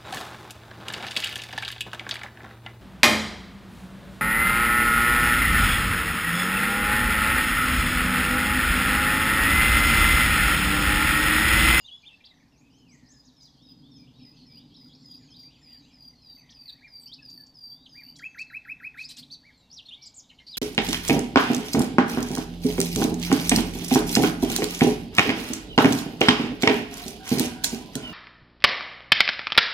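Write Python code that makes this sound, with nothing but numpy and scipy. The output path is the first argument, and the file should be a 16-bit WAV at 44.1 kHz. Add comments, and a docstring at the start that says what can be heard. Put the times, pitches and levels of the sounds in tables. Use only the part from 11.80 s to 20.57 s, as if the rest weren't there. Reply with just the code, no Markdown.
"""Nightingale in a spring thicket

A nightingale swells through a series of long high whistles, each sliding down onto its pitch, then breaks
into six loud low loops. A neighbour warbles, ticks and rasps across it; more birds sing deeper in the wood.
Birds are nearly pure tones on gliding pitch paths, and the wood's echo is two decaying bursts of noise.
Coloured noise makes the air, the rumble and the blurred chorus; a sine makes the faint hum.
"""
import sys
import numpy as np
from scipy import signal
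from scipy.fft import rfft, irfft, next_fast_len
from scipy.io import wavfile
from scipy.ndimage import uniform_filter1d, map_coordinates

SR = 44100
rng = np.random.default_rng(int(sys.argv[2]) if len(sys.argv) > 2 else 0)


def int16_out(signal):
    """Quantize to a 16-bit WAV file."""
    q = np.round(np.clip(np.atleast_2d(signal).T, -1, 1) * 32767)
    wavfile.write(sys.argv[1], SR, q.astype(np.int16))


N = 386757
TIME = np.arange(N) / SR  # seconds

# Note levels are set ahead of envelopes, wavering and the echo mix; note pitches ahead of wavering.
# Colours are relative: each noise is scaled to unit power.

# still air, colour: [hz, db_per_hz]
AIR = [(20, -2), (55, 4.5), (90, 3), (200, 1), (400, -9), (600, -8.5), (850, -6), (1050, -10.5),
       (1300, -16.5), (2500, -21), (6000, -20), (9000, -33), (14500, -32)]
AIR_DB = -66
# distant rumble, level over time before its trim: [time_s, level_db]
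RUMBLE_DB = [(0.0, -73), (1.02, -54.5), (1.63, -63), (1.95, -53), (2.88, -52.5), (5.15, -64.5),
             (5.59, -54.5), (5.71, -63), (6.42, -56), (6.47, -64.5), (7.5, -58), (7.64, -66), (8.72, -66),
             (8.77, -75)]
# distant rumble, colour: [hz, db_per_hz]
RUMBLE = [(30, -31), (70, -19.5), (100, -11), (122, -0.5), (135, 1), (150, -1), (180, -2.5), (200, -15),
          (225, -3), (250, 4), (295, -2), (335, -16.5), (500, -20), (1000, -73)]
# blurred chorus of the whole wood, level over time: [time_s, level_db]
CHORUS_DB = [(0, -65), (.7, -78), (1.2, -76), (1.7, -72), (2.3, -71), (2.8, -66), (3.4, -68), (3.9, -68),
             (4.4, -72.5), (5.2, -80.5), (6.2, -81), (7.6, -70.5), (8.7, -68.5)]
# blurred chorus, colour: [hz, db_per_hz]
CHORUS = [(900, -57), (1300, -14), (1800, -31), (2600, -10.5), (3500, 3.5), (4500, 5.5), (5500, -9),
          (7200, -22.5), (8500, -23), (11000, -71)]
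# hum, level over time: [time_s, level_db]
HUM_DB = [(0, -82), (1.5, -72), (3, -75.5), (4.2, -70), (5.3, -78), (7, -78.5), (8.7, -73)]
HUM_HZ = 59.4
# the preamplifiers' own hiss, colour: [hz, db_per_hz]
HISS = [(1000, -5), (4000, -15), (8000, 1.5), (14500, -0.5)]
HISS_DB, CUTOFF_HZ = -84, 15000

# neighbour's slurs: [start_s, length_s, level_db, from_hz, to_hz, halfway_share]
SLURS = [(0, 0.049, -59, 5000, 3900, 0.96), (.043, 0.027, -43.5, 3530, 4000, 0.7),
         (.076, 0.026, -41, 3770, 2860, 0.19), (.11, 0.058, -40.5, 3335, 3427, 0.66),
         (.229, 0.017, -52, 2450, 2230, 0.8), (.306, 0.043, -45, 2774, 2662, 0.13),
         (.484, 0.035, -53, 4200, 3650, 0.43), (4.878, 0.024, -36, 4270, 3430, 0.73),
         (5.197, .036, -55.5, 10300, 7500, 0.34), (5.258, 0.023, -44, 4400, 6170, 0.84),
         (5.266, 0.05, -54.5, 2410, 3210, 0.08), (5.316, 0.028, -38, 3310, 5600, .68),
         (5.382, 0.021, -54, 2550, 2620, 0.24), (5.408, 0.026, -59, 1840, 1650, 0.46),
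         (5.575, .05, -58, 2000, 1712, 0.09), (6.056, 0.014, -44, 4610, 2800, .38),
         (6.594, 0.016, -44.5, 4490, 4510, 0.3), (7.185, 0.052, -46.5, 3590, 4620, 0.3),
         (7.232, 0.019, -54, 6200, 9800, 0.8), (7.292, .016, -44, 3960, 4080, 0.6),
         (7.371, 0.018, -49, 3920, 3800, 0.4), (7.236, 0.025, -37, 3300, 5250, 0.17),
         (7.282, .016, -44, 3630, 9600, 0.4), (7.363, 0.01, -42.5, 4210, 9500, 0.6),
         (7.425, 0.016, -42.5, 2980, 4300, 0.5), (7.901, 0.0082, -48.5, 4390, 4440, .5),
         (7.913, 0.0056, -42, 5140, 5100, .5), (7.927, .012, -40, 7500, 5570, 0.06),
         (7.944, 0.0086, -44, 7420, 5350, .25), (7.961, 0.045, -40.5, 5640, 2660, 0.48),
         (8.108, 0.043, -38, 2770, 3830, 0.56), (8.363, 0.042, -41, 7530, 4450, 0.86),
         (8.6, 0.036, -54, 2160, 1940, 0.56), (8.69, 0.034, -37.5, 4540, 4890, 0.1),
         (8.722, 0.041, -36.5, 4200, 2780, 0.7)]
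# neighbour's arched notes: [start_s, length_s, level_db, foot_hz, top_hz]
ARCHES = [(.245, 0.055, -44, 2415, 3606), (5.012, 0.072, -48.5, 1532, 2404),
          (6.143, 0.088, -48.5, 1590, 2420), (7.501, 0.052, -36, 3530, 4674),
          (7.63, 0.085, -50.5, 1573, 2330), (8.051, 0.025, -44.5, 2810, 4400),
          (8.083, 0.016, -37, 3140, 3666), (8.214, 0.033, -43, 3500, 5680),
          (8.244, 0.04, -42.5, 3550, 5090), (8.247, .04, -48, 4560, 7620), (8.488, 0.02, -52, 3300, 4120),
          (8.497, 0.014, -45, 2440, 3080), (8.581, 0.031, -54, 3130, 4160), (8.586, 0.01, -44, 2420, 3120)]
# neighbour's ticks, whipped up and straight down again: [start_s, length_s, level_db, foot_hz, top_hz]
TICKS = [(.44, 0.038, -49, 3285, 4790), (4.692, 0.037, -52, 3090, 6070), (5.497, 0.01, -48.5, 3620, 7300),
         (5.664, 0.009, -53, 3800, 7540), (6.356, 0.042, -47.5, 3800, 12100),
         (6.583, .044, -47, 3900, 12340), (8.341, 0.028, -46.5, 6600, 8450)]
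# neighbour's burry, trilled notes: [start_s, length_s, level_db, from_hz, to_hz]
BURRS = [(.404, 0.012, -54.5, 2490, 2230), (2.563, .08, -56.5, 4410, 4230),
         (7.513, 0.032, -52.5, 5900, 5860), (8.512, 0.018, -56, 2280, 2170),
         (8.515, 0.017, -59, 3070, 2760), (8.6, .026, -56, 2118, 2020), (8.666, 0.0246, -41.5, 4740, 4300),
         (8.7, 0.025, -66, 6040, 5980)]
# neighbour's hoarse rasps: [start_s, length_s, level_db, from_hz, to_hz]
RASPS = [(7.172, 0.059, -50, 3630, 5560), (7.289, .034, -40.5, 3800, 4600),
         (7.368, 0.032, -40.5, 3710, 4640)]

# slurs deeper in the wood: [start_s, length_s, level_db, from_hz, to_hz]
FAR_SLURS = [(0, 0.076, -65, 7100, 6080), (0, 0.059, -62.5, 2830, 2860), (.15, .05, -68, 5350, 4900),
             (.2, 0.065, -71.5, 5070, 4640), (.178, 0.048, -70.5, 7200, 6230), (.57, .06, -76, 5750, 6530),
             (1.09, 0.067, -62.5, 2510, 1880), (1.095, 0.1, -74, 7900, 7530), (1.6, .03, -68, 6000, 8200),
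             (1.29, 0.033, -68, 7960, 7360), (1.4, .08, -75, 3450, 4050), (2.16, 0.031, -67, 6760, 5640),
             (2.545, .05, -69, 6500, 5800), (3.18, 0.092, -77, 7600, 7100), (3.38, 0.15, -70, 7250, 6000),
             (3.6, 0.08, -71.5, 6980, 5600), (4.35, 0.17, -63, 4390, 3730), (4.555, 0.076, -68, 6200, 5970),
             (4.578, 0.066, -64, 2710, 1860), (4.93, 0.071, -66, 1700, 2410),
             (5.36, 0.078, -65, 3030, 2440), (5.91, 0.14, -62.5, 3300, 3980),
             (3.97, 0.045, -64, 4940, 3740), (4.02, 0.045, -63, 3700, 4400), (4.0, 0.1, -73, 6500, 6150),
             (6.07, 0.072, -68.5, 6450, 6320), (6.24, .06, -63, 2600, 3110),
             (6.36, 0.065, -61.5, 3350, 3170), (6.35, 0.21, -69.5, 7280, 6090),
             (6.67, 0.047, -60, 4260, 3920), (7.73, 0.11, -63.5, 4480, 3700),
             (7.775, 0.032, -69, 7500, 7240)]
# far arched notes: [start_s, length_s, level_db, foot_hz, top_hz]
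FAR_ARCHES = [(1.78, .15, -60, 3080, 3797), (2.02, 0.16, -61, 3140, 3680), (2.33, .12, -63.5, 3410, 3900),
              (3.06, 0.11, -76, 6300, 6950), (3.23, 0.15, -72, 6030, 6760), (3.73, 0.46, -75.5, 7060, 7350),
              (8.16, 0.11, -63.5, 2130, 2330)]
# far pointed notes: [start_s, length_s, level_db, foot_hz, top_hz, apex_share]
FAR_PEAKS = [(1.435, 0.076, -57, 3500, 7100, 0.28), (1.6, 0.092, -56, 3320, 7000, 0.28),
             (2.265, 0.034, -60, 2570, 3550, 0.7), (2.39, 0.064, -62.5, 2320, 3500, 0.4),
             (2.525, 0.095, -65.5, 2500, 3500, 0.55), (3.67, .115, -61, 2380, 3500, 0.6),
             (3.84, 0.13, -64.5, 2260, 3450, 0.8), (4.01, 0.14, -65, 2300, 3530, 0.62)]
# a far run of scoops: [start_s, length_s, level_db, base_hz]
SCOOPS = [(2.635, 0.21, -62.5, 2350), (2.895, .095, -54, 3305), (3.068, .1, -55, 3370),
          (3.265, .115, -57.5, 3290), (3.45, 0.16, -55, 3185)]
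# the scoops' shared shape, at even steps: [pitch_ratio to base_hz]
SCOOP = [1.22, 1, 1.04, 1.4, 1.72]
# a far run of rising hooks: [start_s, length_s, level_db, base_hz]
HOOKS = [(.728, 0.097, -67.5, 4950), (.9, 0.11, -67.5, 4800), (1.08, .085, -60.5, 4850),
         (1.26, .08, -57, 4910)]
# the hooks' shared shape, at even steps: [pitch_ratio to base_hz]
HOOK = [1.1, .99, 1.2, 1.3, 1.41, 1.46]
# the farthest whistler: [start_s, length_s, level_db, from_hz, to_hz]
BLURRED = [(.31, 0.026, -70, 2240, 1870), (.37, 0.086, -72, 1700, 2110), (.51, .035, -63, 2176, 1730),
           (.56, 0.033, -69, 2216, 1640), (.6, 0.034, -65.5, 2360, 1680), (.64, 0.036, -75, 2080, 1600),
           (.72, 0.052, -68.5, 2900, 2400), (.81, 0.078, -67, 2380, 2620), (.9, 0.087, -65.5, 2890, 3260),
           (1.0, 0.043, -65, 3240, 2900), (1.05, 0.036, -64, 3020, 2530), (1.19, 0.19, -69, 1945, 1700),
           (2.18, 0.072, -68.5, 2420, 2360), (2.45, 0.045, -67, 2110, 2020), (3.39, 0.068, -73, 2050, 1530),
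           (3.87, 0.1, -69, 2130, 1750), (4.48, 0.049, -76, 2000, 1780), (4.63, 0.1, -67.5, 2154, 1800),
           (4.76, .2, -72, 2560, 2470), (4.86, 0.043, -67, 2210, 1634), (5.1, 0.14, -74.5, 2230, 2430)]

# nightingale's whistles: [start_s, final_pitch_hz, level_db]
WHISTLES = [(.92, 5100, -64), (1.31, 4930, -55), (1.565, 4820, -52.5), (1.82, 4896, -51.5),
            (2.104, 5000, -51.5), (2.385, 4920, -50.5), (2.662, 4814, -47.5), (2.94, 4865, -49),
            (3.22, 4820, -47), (3.505, 4715, -46.5), (3.817, 4733, -46.5), (4.122, 4760, -47),
            (4.42, 4626, -44), (4.736, 4576, -43.5), (5.077, 4624, -42.5), (5.423, 4610, -41.5),
            (5.742, 4676, -42), (6.092, 4624, -41)]
# swell of one whistle: [share_of_note, level_db]
WHISTLE_SWELL = [(0, -14), (.2, -7.5), (.45, -4), (.75, -1), (.92, -4.5), (1, -9)]
# each whistle is longer than the last; its third harmonic grows faster than its level
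FIRST_WHISTLE_S, LAST_WHISTLE_S = 0.1, 0.24
FULL_VOICE_DB, THIRD_DB, THIRD_DB_PER_DB = -39.5, -16, 0.5
# nightingale's low loops: [start_s, level_db, pitch_factor]
LOOPS = [(6.392, -33.5, 1.), (6.545, -32.5, 1.), (6.699, -32.5, 0.99), (6.849, -32, 0.99),
         (6.999, -32.5, 0.98), (7.142, -33.5, 0.98)]
# one loop, timed from its start: [time_s, pitch_hz before the factor, level_db]
LOOP = [(0, 2230, -15), (.006, 1695, -14), (0.019, 1280, -21.5), (0.034, 1900, -10.5), (0.045, 2277, -6.5),
        (.052, 2468, 2.5), (.064, 2560, -1.5), (0.073, 2650, 0.5), (0.092, 2497, -18)]
# a brief dip in each loop, where a close echo cancels the climbing tone
DIP_S, DIP_WIDTH_S, DIP_DB = 0.056, 0.0021, -15
# single echoes from nearby trunks and the ground: [delay_s, level_db]
TRUNKS = [(.0042, -8.5), (0.0125, -17), (0.0306, -14)]


def from_db(db):
    """Decibels to gain."""
    return 10 ** (np.asarray(db) / 20)


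def rms_one(x):
    """Scale to unit power."""
    return x / np.sqrt(np.mean(x ** 2) + 1e-20)


def curve(rows, at):
    """Join (x, value) rows by straight lines."""
    return np.interp(at, *np.transpose(rows))


def add(track, s, sound):
    """Mix a sound into a track at s seconds."""
    start = max(round(s * SR), 0)
    track[start:start + len(sound)] += sound[:N - start]


def noise(spectrum):
    """Noise of a given colour, rms 1; the colour is joined over log frequency."""
    size = next_fast_len(N)
    hz, db = np.transpose(spectrum)
    bins = np.maximum(np.fft.rfftfreq(size, 1 / SR), 1)
    gain = from_db(np.interp(np.log(bins), np.log(hz), db))
    return rms_one(irfft(gain * rfft(rng.standard_normal(size)))[:N])


def flutter(rate_hz):
    """Random wavering up to a given rate, rms 1."""
    low_pass = signal.butter(2, rate_hz, fs=SR, output="sos")
    return rms_one(signal.sosfilt(low_pass, rng.standard_normal(N)))


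def glide(pitches, share):
    """A smooth pitch path through evenly spaced points."""
    position = share * (len(pitches) - 1)
    return np.exp(map_coordinates(np.log(pitches), [position], order=3, mode="nearest"))


def arch(share, crest, ends_db):
    """An envelope at 0 dB on the crest, curving away to ends_db at both ends."""
    crest = np.clip(crest, .05, .95)
    distance = np.maximum(1 - share / crest, (share - crest) / (1 - crest))
    return from_db(ends_db * distance ** 2)


def syrinx(hz, overtones_db, edge_s=0.0014):
    """A bird's voice: a nearly pure tone on a pitch path, with any weak harmonics and soft ends."""
    phase, t = 2 * np.pi * np.cumsum(hz) / SR, np.arange(len(hz)) / SR
    tone = np.sin(phase)
    for k, db in enumerate(overtones_db, 2):
        below_nyquist = k * hz < SR / 2
        tone = tone + from_db(db) * np.sin(k * phase) * below_nyquist
    edge = np.clip(np.minimum(t, t[-1] - t) / edge_s, 0, 1)
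    return tone * np.sin(np.pi / 2 * edge) ** 2


def wood(x, direct_db, leaves_db, tail_db, leaves_t60=0.054, tail_t60=0.71, treble_t60=0.42,
         treble_hz=6000, build_s=0.0069):
    """Direct sound, a quick scatter from nearby leaves and a longer tail from trees, its treble dying first."""
    t = np.arange(SR) / SR
    leaves, trees = rng.standard_normal((2, SR))
    leaves = rms_one(leaves * from_db(-60 * t / leaves_t60) * (t > .003))
    dull = signal.sosfiltfilt(signal.butter(2, treble_hz, fs=SR, output="sos"), trees)
    bright = trees - dull
    trees = dull * from_db(-60 * t / tail_t60) + bright * from_db(-60 * t / treble_t60)
    trees = rms_one(trees * (1 - np.exp(-t / build_s)))
    response = (from_db(leaves_db) * leaves + from_db(tail_db) * trees) / np.sqrt(SR)
    return from_db(direct_db) * x + signal.fftconvolve(x, response)[:N]


def trunks(x):
    """Short echoes beat against a gliding note and make it throb."""
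    return x + sum(from_db(db) * np.interp(TIME - delay, TIME, x, left=0) for delay, db in TRUNKS)


def patchy(x, depth_db=3, rate_hz=9):
    """Half-octave bands fade in and out on their own."""
    out, edges = 0, 1000 * 2 ** (np.arange(8) / 2)
    for low, high in zip(edges, edges[1:]):
        band = signal.sosfilt(signal.butter(2, [low, high], "band", fs=SR, output="sos"), x)
        out = out + band * from_db(depth_db * flutter(rate_hz))
    return rms_one(out)


def background(rumble_trim_db=-1.52, rumble_waver_db=1.5):
    """Coloured noises for air, wavering rumble and patchy chorus, plus a sine hum."""
    air = from_db(AIR_DB) * noise(AIR)
    rumble_db = curve(RUMBLE_DB, TIME) + rumble_trim_db + rumble_waver_db * flutter(rate_hz=20.7)
    rumble = from_db(rumble_db) * noise(RUMBLE)
    chorus = from_db(curve(CHORUS_DB, TIME)) * patchy(noise(CHORUS))
    hum = from_db(curve(HUM_DB, TIME)) * np.sqrt(2) * np.sin(2 * np.pi * HUM_HZ * TIME)
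    return air + rumble + chorus + hum


def slur(share, from_hz, to_hz, halfway=0.55):
    """The pitch moves one way, early or late in the note."""
    halfway = np.clip(halfway, .05, .95)
    done = share * (1 - halfway)
    return from_hz * (to_hz / from_hz) ** (done / (done + (1 - share) * halfway))


def bow(share, foot_hz, top_hz):
    """The pitch rises over a round top and comes down again."""
    return foot_hz + (top_hz - foot_hz) * np.sin(np.pi * share)


def bell(share, foot_hz, top_hz, steepness=1.7):
    """The pitch leaves its foot slowly, whips over the top and lands again."""
    return foot_hz * (top_hz / foot_hz) ** (np.abs(np.sin(np.pi * share)) ** steepness)


def peak(share, foot_hz, top_hz, apex, sharpness=1.45):
    """The pitch rises ever faster to a point and drops away from it."""
    climb = np.interp(share, [0, np.clip(apex, .05, .95), 1], [0, 1, 0])
    return foot_hz * (top_hz / foot_hz) ** (climb ** sharpness)


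def scoop(share, base_hz):
    """A dip, then a long climb."""
    return base_hz * glide(SCOOP, share)


def hook(share, base_hz):
    """A low start, a quick climb and a flatter top."""
    return base_hz * glide(HOOK, share)


def near_notes(rows, path, rough, overtone_db, ends_db, crest, lean=0, pulsing=0, pulse_hz=330,
               pitch_scatter=0.152, level_scatter=0.25, third_db=-4, beak_hz=9400):
    """Close notes: in rough ones the membranes flap unevenly, in trilled ones they pulse."""
    out, jitter, shimmer = np.zeros(N), flutter(rate_hz=1470), flutter(rate_hz=1100)
    for s, length, db, *form in rows:
        share = np.linspace(0, 1, int(length * SR))
        at = (int(s * SR) + np.arange(len(share))) % N
        hz = path(share, *form)
        # rising notes crest later by `lean`, falling ones earlier
        note_crest = crest + lean * np.sign(hz[-1] - hz[0])
        level = from_db(db) * arch(share, note_crest, ends_db)
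        level = level * (1 + level_scatter * rough * shimmer[at])
        level = level * (1 + np.clip(pulsing, 0, 1) * np.sin(2 * np.pi * pulse_hz * length * share))
        hz = hz * np.exp(pitch_scatter * rough * jitter[at])
        reach = 1 / np.sqrt(1 + (hz / beak_hz) ** 10)  # the voice thins out at the top of its range
        add(out, s, level * reach * syrinx(hz, [overtone_db, overtone_db + third_db]))
    return out


def neighbour():
    """A warble of clear slurs and arches, sharp ticks, pulsing burrs and hoarse rasps."""
    clear = near_notes(SLURS, slur, rough=0.075, overtone_db=-32.5, ends_db=-7.5, crest=0.72, lean=0.1)
    arched = near_notes(ARCHES, bow, rough=0.12, overtone_db=-29.5, ends_db=-15, crest=.6)
    ticks = near_notes(TICKS, bell, rough=0.24, overtone_db=-34, ends_db=2.5, crest=1.0, beak_hz=6760)
    burrs = near_notes(BURRS, slur, rough=0.34, overtone_db=-29.5, ends_db=-2.5, crest=.62,
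                       pulsing=0.47, pulse_hz=342)
    rasps = near_notes(RASPS, slur, rough=0.98, overtone_db=-12, ends_db=-6.5, crest=1.0)
    return clear + arched + ticks + burrs + rasps


def far_notes(rows, path, ends_db, crest, waver=0.0055, fading_db=2.5):
    """Distance leaves only the pure glides, which fade unevenly."""
    out, unsteady, fading = np.zeros(N), flutter(rate_hz=180), flutter(rate_hz=60)
    for s, length, db, *form in rows:
        share = np.linspace(0, 1, int(length * SR))
        at = (int(s * SR) + np.arange(len(share))) % N
        hz = path(share, *form) * (1 + waver * unsteady[at])
        level = from_db(db + fading_db * fading[at]) * arch(share, crest, ends_db)
        add(out, s, level * syrinx(hz, []))
    return out


def far_birds():
    """Five kinds of pure gliding note from deeper in the wood."""
    return (far_notes(FAR_SLURS, slur, ends_db=-2, crest=1.0)
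            + far_notes(FAR_ARCHES, bow, ends_db=-6.5, crest=0.2)
            + far_notes(FAR_PEAKS, peak, ends_db=-11, crest=0.57)
            + far_notes(SCOOPS, scoop, ends_db=-18.5, crest=0.82)
            + far_notes(HOOKS, hook, ends_db=-6, crest=0.51))


def far_twitter(count=130, over_chorus_db=1, spread_db=3, low_hz=1900, high_hz=6200, bend=.1):
    """Short stray chirps on random bent glides, their levels following the chorus."""
    out = np.zeros(N)
    chances = np.c_[rng.random((count, 3)), rng.standard_normal((count, 4))]
    for when, length, height, loud, *bends in chances:
        s = when * N / SR
        share = np.linspace(0, 1, int((.02 + .05 * length) * SR))
        pitches = low_hz * (high_hz / low_hz) ** height * np.exp(bend * np.array(bends))
        db = curve(CHORUS_DB, s) + over_chorus_db + spread_db * loud
        add(out, s, from_db(db) * np.sin(np.pi * share) * syrinx(glide(pitches, share), []))
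    return out


def farthest_whistler():
    """Pure slurs blurred by a strong pitch waver."""
    return far_notes(BLURRED, slur, ends_db=1.5, crest=.5, waver=0.031)


def whistles(slide_hz=650, settle_s=.038, waver=0.0055, second_db=-28, shimmer_db=4.0):
    """Each whistle slides down onto its pitch, swells and trembles; louder ones gain a third harmonic."""
    out, unsteady, tremble = np.zeros(N), flutter(rate_hz=110), flutter(rate_hz=81)
    lengths = np.linspace(FIRST_WHISTLE_S, LAST_WHISTLE_S, len(WHISTLES))
    for (s, final_hz, db), length in zip(WHISTLES, lengths):
        t = np.arange(int(length * SR)) / SR
        at = int(s * SR) + np.arange(len(t))
        hz = (final_hz + slide_hz * np.exp(-t / settle_s)) * (1 + waver * unsteady[at])
        swell_db = curve(WHISTLE_SWELL, t / length)
        third_db = THIRD_DB + THIRD_DB_PER_DB * (db - FULL_VOICE_DB) + swell_db
        level = from_db(db + swell_db + shimmer_db * tremble[at])
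        add(out, s, level * syrinx(hz, [second_db, third_db]))
    return out


def far_chatter(count=26, from_s=3.1, to_s=4.85, level_db=-66, length_s=0.023, pitch_hz=2500,
                spread=0.17, drop=.78):
    """A far bird runs through a loose string of short falling chips."""
    late, loud, high = rng.standard_normal((count, 3)).T
    times = np.linspace(from_s, to_s, count) + length_s * late
    levels_db = level_db + 2 * loud
    pitches = pitch_hz * np.exp(spread * high)
    rows = [(s, length_s, db, hz, hz * drop) for s, db, hz in zip(times, levels_db, pitches)]
    return far_notes(rows, slur, ends_db=-29, crest=0.25)


def loops(waver=0.0027, second_db=-35, third_db=-46, fourth_db=-44, buzz_db=-33, buzz_hz=12000,
          buzz_width_hz=470, buzz_at_s=0.048, buzz_spread_s=0.0098):
    """The pitch falls, then climbs through a brief echo dip; high harmonics buzz in a beak resonance."""
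    out, unsteady = np.zeros(N), flutter(rate_hz=350)
    times, pitch_hz, shape_db = np.transpose(LOOP)
    t = np.arange(int(times[-1] * SR)) / SR
    path = uniform_filter1d(np.interp(t, times, pitch_hz), size=180)  # rounds the corners
    swell_db = np.interp(t, times, shape_db)
    dip_db = DIP_DB * np.exp(-((t - DIP_S) / DIP_WIDTH_S) ** 2)
    # less the swell, so the buzz keeps its own loudness on the climb
    burst_db = buzz_db - swell_db - ((t - buzz_at_s) / buzz_spread_s) ** 2
    for s, db, factor in LOOPS:
        hz = path * factor * (1 + waver * unsteady[int(s * SR):][:len(t)])
        buzz = [burst_db - ((k * hz - buzz_hz) / buzz_width_hz) ** 2 for k in range(5, 10)]
        level = from_db(db + swell_db + dip_db)
        add(out, s, level * syrinx(hz, [second_db, third_db, fourth_db, *buzz]))
    return out


def scene():
    """All birds reach one microphone, so both channels are alike."""
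    near = wood(trunks(neighbour()), direct_db=-2, leaves_db=-5.5, tail_db=-16.0)
    far = wood(far_birds(), direct_db=-1.5, leaves_db=-7, tail_db=-5.0)
    twitter = wood(far_twitter(), direct_db=-5, leaves_db=-11, tail_db=-5)
    farthest = wood(farthest_whistler() + far_chatter(), direct_db=-2.5, leaves_db=-8.5, tail_db=-7.5)
    high = wood(whistles(), direct_db=-1.5, leaves_db=-7.5, tail_db=-11.5)
    low = wood(trunks(loops()), direct_db=0, leaves_db=-14, tail_db=-17.5)
    return np.tile(background() + near + far + twitter + farthest + high + low, (2, 1))


def record(dry):
    """Each channel adds a faint hiss of its own; the top is cut steeply."""
    hiss = from_db(HISS_DB) * np.array([noise(HISS), noise(HISS)])
    top_cut = signal.ellip(10, .1, 80, CUTOFF_HZ, fs=SR, output="sos")
    return signal.sosfilt(top_cut, dry + hiss)


dry = scene()
out = record(dry)
int16_out(out)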